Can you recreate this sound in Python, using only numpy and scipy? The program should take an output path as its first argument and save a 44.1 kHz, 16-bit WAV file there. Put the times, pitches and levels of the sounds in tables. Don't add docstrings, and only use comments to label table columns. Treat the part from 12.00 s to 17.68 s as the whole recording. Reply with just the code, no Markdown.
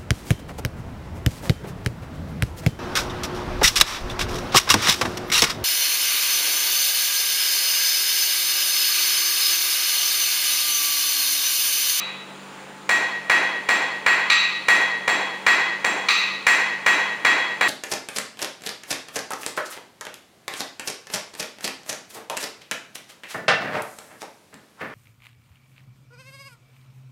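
import sys
import numpy as np
from scipy import signal
from scipy.fft import rfft, irfft
from scipy.io import wavfile
from scipy.ndimage import uniform_filter1d, map_coordinates

SR = 44100
rng = np.random.default_rng(int(sys.argv[2]) if len(sys.argv) > 2 else 0)


def gain_from_db(level_db):
    decades = np.asarray(level_db, float) / 20
    return 10 ** decades


def digitize_waveform(pressure):
    field = np.atleast_2d(pressure).T
    bounded = np.clip(field, -1, 1)
    quanta = np.round(bounded * 32767).astype(np.int16)
    wavfile.write(sys.argv[1], SR, quanta)


N = 250488
LEAD = SR // 4

# (time [s], peak [dB], brightness [dB], nearness to the horn [dB])
HOT_BLOWS = [(0.892, -2.5, 1.5, -5.5), (1.2974, -1.5, -0.5, -1.5), (1.6886, -2, -0.5, -2.5),
             (2.063, 0, -2.5, -7.5), (2.684, 0, 0.5, -2.5), (3.078, -3, -0.5, 1), (3.465, 1, -1, -5.5),
             (3.8452, -5, 0, -0.5), (4.467, 1, 1.5, -8), (4.8629, 0.06, -1, -4), (5.249, 0, -2, -2),
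             (5.6104, -2, -1.5, 0)]
# (frequency [Hz], level [dB per Hz])
BARE_CRACK = [(300, -50), (800, -10.5), (1200, 2), (1500, -8), (2500, 4.5), (3100, -7), (4200, 0),
              (5000, -13), (6200, -6.5), (6800, -17.5), (10000, -18.5), (16000, -25)]


def unit(x):
    return x / np.sqrt(np.mean(x ** 2) + 1e-20)


def along(points, hz):
    f, v = np.transpose(points)
    return np.interp(np.log(hz + 1), np.log(f + 1), v)


def wobble(rate):
    knots = rng.standard_normal(int(N * rate / SR) + 4)
    return map_coordinates(knots, [np.arange(N) * rate / SR])


def causal(gain_db):
    level_db = np.maximum(gain_db(np.fft.rfftfreq(4096, 1 / SR)), -120)
    cepstrum = irfft(level_db * np.log(10) / 20)
    cepstrum[1:2048] *= 2
    cepstrum[2049:] = 0
    return irfft(np.exp(rfft(cepstrum)))[:2048]


def add(track, s, sound):
    part = track[LEAD + round(s * SR):][:len(sound)]
    part += sound[:len(part)]


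def blower():
    # (frequency [Hz], level [dB per Hz])
    air_colour = [(30, -3.5), (120, -9.5), (300, 2.5), (500, -2.5), (900, -2), (1300, -3.5), (2200, -8),
                  (3500, -12.5), (5500, -22.5), (9000, -16), (16000, -23.5)]
    # (frequency [Hz], level [dB rms])
    motor = [(145.3, -59), (193.8, -51), (430.7, -58), (522.2, -58), (866.7, -55)]
    hz, _, z = signal.stft(rng.standard_normal(N), SR, nperseg=2048)
    patches = uniform_filter1d(rng.standard_normal(z.shape), 20, 0)
    patches = unit(uniform_filter1d(patches, 3, 1))
    z = z * gain_from_db(along(air_colour, hz)[:, None] + 1.06 * patches)
    air = unit(signal.istft(z, SR, nperseg=2048)[1][:N])
    t = np.arange(N) / SR
    hum = np.zeros(N)
    for f, db in motor:
        level = gain_from_db(db + 2.5 + 1.6 * wobble(9.0))
        hum += level * np.sin(2 * np.pi * f * t + 0.74 * wobble(6.7))
    drift_db = 0.4 * wobble(3.8)
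    return gain_from_db(-43.5 + drift_db) * air + hum


def shop(x):
    # (frequency [Hz], t60 [s])
    reverb = [(200, 0.49), (600, 1.365), (1500, 0.83), (4000, 0.95), (8000, 0.56), (15000, 0.46)]
    # (delay [s], level [dB])
    echoes = [(.0021, 2.5), (.0038, 3), (0.021, 0), (0.031, -44), (.069, -18)]
    flutter = 0.0645
    hz, t, z = signal.stft(rng.standard_normal(SR + SR // 2), SR, nperseg=256)
    decay = gain_from_db(-60 * t / along(reverb, hz)[:, None])
    tail = signal.istft(z * decay, SR, nperseg=256)[1]
    t = np.arange(len(tail)) / SR
    tail *= 1 - np.exp(-(t / 0.0052) ** 2)
    tail *= 1 - 0.41 * np.exp(-t / 0.06)
    tail *= 1 + 0.35 * np.exp(-(t % flutter) / 0.015)
    tail *= gain_from_db(10.5) / np.linalg.norm(tail)
    for s, db in echoes:
        tail[round(s * SR)] += gain_from_db(db)
    return signal.fftconvolve(x, tail)[:len(x)]


def knocks():
    # (time [s], peak [dB])
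    rebounds = [
        (2.333, -11),
        (3.849, -9),
    ]
    track = np.zeros(N + LEAD)
    for s, db in rebounds:
        add(track, s, gain_from_db(db + 18) * causal(lambda hz: along(BARE_CRACK, hz)))
    for s, db, *_ in HOT_BLOWS:
        jolt = np.hanning(round(0.005 * SR))
        add(track, s, gain_from_db(db - 31) * jolt)
    return track


def cracks(events, colour, thud, push_db, head_db):
    # (frequency [Hz], level [dB], t60 [s])
    head_modes = [(1134, -13, 0.012), (1640, -15, 0.024), (2510, -9.5, 0.018), (2545, -13, 0.029),
                  (3984, -14, 0.013), (4325, -18.5, 0.048), (6170, -23, 0.053), (6790, -31, 0.032),
                  (9320, -22.5, 0.049), (10180, -30, 0.044), (14000, -27, .04), (14900, -31, .04)]
    track, t = np.zeros(N + LEAD), np.arange(4096) / SR
    for s, db, bright_db, horn_db in events:
        thud_db = np.dot(thud, (1, db, horn_db))
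        lean = [(500, thud_db), (1500, 0.01), (3000, 0), (6000, bright_db)]
        uneven = [(hz, rng.normal(0, 0.87)) for hz in np.geomspace(200, 16000, num=24)]
        push = causal(lambda hz: along(colour, hz) + along(lean, hz) + along(uneven, hz))
        head = np.zeros(len(t))
        for hz, level, t60 in head_modes:
            mode_db = level + along(lean, hz) + rng.normal(0, 1.5)
            head += gain_from_db(mode_db - 60 * t / t60) * np.sin(2 * np.pi * hz * t)
        add(track, s, gain_from_db(db + push_db) * push)
        add(track, s, gain_from_db(db + head_db) * head)
    for lag in (5, 13):
        loop = np.r_[1, np.zeros(lag - 1), 0.65]
        track = signal.lfilter(loop[::-1], loop, track)
    return track


def ring(events, column, ring_db, grows):
    # (frequency [Hz], beat period [s], first swell [s], weaker twin [dB])
    modes = [(1099, .1, .03, -6), (1590, .1, .03, -8), (1649, -.2, .03, -8), (1906.5, -.125, .055, -2.5),
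             (2016, .1, .03, -12), (2354, .085, .11, -5), (2512, .055, .03, -2), (2590, .07, .03, -4),
             (2729, .07, .04, -5), (3331.5, -.2, .225, -3.5), (3532, .2, .14, -7), (3900, .13, .12, -7),
             (4156, .09, .03, -4), (4324, -.125, .135, -3), (4765, .1, .04, -5), (6175, -.035, .03, -2),
             (6783, .1, .04, -5), (7573, .04, .06, -8), (8950, .08, .03, -5), (10170, .08, .03, -5),
             (12524, .06, .09, -6), (13640, .08, .03, -5), (15030, .08, .03, -5)]
    # (under a blow [dB], under a tap [dB], t60 [s])
    answers = [(-22, -30, 0.91), (-44, -15.5, 0.31), (-7.5, -14.5, 0.48), (2, -11, 0.63), (-2.5, -11, 0.58),
               (-14, -34, 0.61), (-29, -17.5, 0.88), (-23, -15, 0.65), (-38, -16, 0.4), (-11.5, -25, 0.91),
               (-11.5, -11.5, 0.6), (-11, -3.5, 0.59), (-33, -22, 0.41), (-42, -16.5, 0.52),
               (-49, -25, 0.58), (-50, -26, 0.4), (-51, -54, .55), (-13, -19, 0.42), (-36, -28, 0.34),
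               (-29, -52, 0.41), (-18, -20, .5), (-52, -48, .3), (-69, -26, .5)]
    track, t = np.zeros(N + LEAD), np.arange(SR) / SR
    hz, beat, swell, twin_db = np.transpose(modes)[..., None]
    t60 = np.transpose(answers)[2, :, None]
    slow = (hz < 8000) | (hz > 12000)
    filling = (1 - np.exp(-t / 0.003)) * (1 - 0.8 * slow * np.exp(-t / 0.12))
    main = np.exp(2j * np.pi * hz * t) * gain_from_db(-60 * t / t60) * filling
    twin = main * gain_from_db(twin_db) * np.exp(2j * np.pi * (t - swell) / beat)
    horn = (hz[:, 0] > 3000) & (hz[:, 0] < 4000)
    high = hz[:, 0] > 5000
    for s, db, bright_db, horn_db in events:
        level, turn, share = rng.standard_normal((3, len(modes)))
        strength = np.transpose(answers)[column] + (1.3 + 1.5 * high) * level
        strength = strength + bright_db * high + horn_db * horn
        force = np.where(high, 2 - grows, grows) * db
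        gain = gain_from_db(force + ring_db + strength)
        other = gain * gain_from_db(2.5 * share) * np.exp(2j * np.pi * 0.07 * turn)
        add(track, s, gain @ main.imag + (other @ twin).imag)
    return track


def bare_taps():
    # (time [s], peak [dB], brightness [dB], nearness to the horn [dB])
    taps = [
        (-.05, -19, -12, 4),
        (2.3, -6.5, -6, -5),
        (4.086, -7.5, -3.5, -5.5),
    ]
    # (level [dB], per force [dB per dB], towards the horn [dB per dB])
    thud = (-2.5, -0.67, .1)
    crack = cracks(taps, BARE_CRACK, thud, push_db=17.5, head_db=-18)
    return crack, ring(taps, column=1, ring_db=1.1, grows=1.27)


def hot_blows():
    # (frequency [Hz], level [dB per Hz])
    colour = [(100, -21), (300, -2.5), (600, -6), (1000, -0.5), (1350, -6.5), (1700, 0.5), (2400, -4.5),
              (2900, -12.5), (4200, -20.5), (5000, -19.5), (6200, -22), (9000, -19), (12000, -23.5),
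              (14800, -23.5)]
    # (level [dB], per force [dB per dB], towards the horn [dB per dB])
    thud = (-5, -0.86, 0.53)
    crack = cracks(HOT_BLOWS, colour, thud, push_db=15, head_db=-19.5)
    return crack, ring(HOT_BLOWS, column=0, ring_db=-15.0, grows=1.4)


def scene():
    blow_crack, blow_ring = hot_blows()
    tap_crack, tap_ring = bare_taps()
    crack = blow_crack + tap_crack
    bell = blow_ring + tap_ring
    hammer = crack + shop(crack) + knocks() + bell + gain_from_db(-19.0) * shop(bell)
    return (hammer[LEAD:] + blower())[None]


def top_cut(x):
    return signal.sosfilt(signal.butter(12, 15760, fs=SR, output="sos"), x)


def record(dry):
    # (frequency [Hz], gain [dB])
    mic = [(20, -19), (110, -8.5), (140, 1), (220, 0.5), (7500, 4.5), (7900, -4.5), (8400, -2.5),
           (10300, -4.5), (11300, -16.5), (12600, -19), (13500, -5.5), (15800, -5), (15900, -20),
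           (16900, -47)]
    ceiling = 0.73
    heard = signal.fftconvolve(dry, causal(lambda hz: along(mic, hz))[None], axes=1)[:, :N]
    held = heard / (1 + np.abs(heard / ceiling) ** 5) ** (1 / 5)
    return top_cut(held)


dry = scene()
out = record(dry)
digitize_waveform(out)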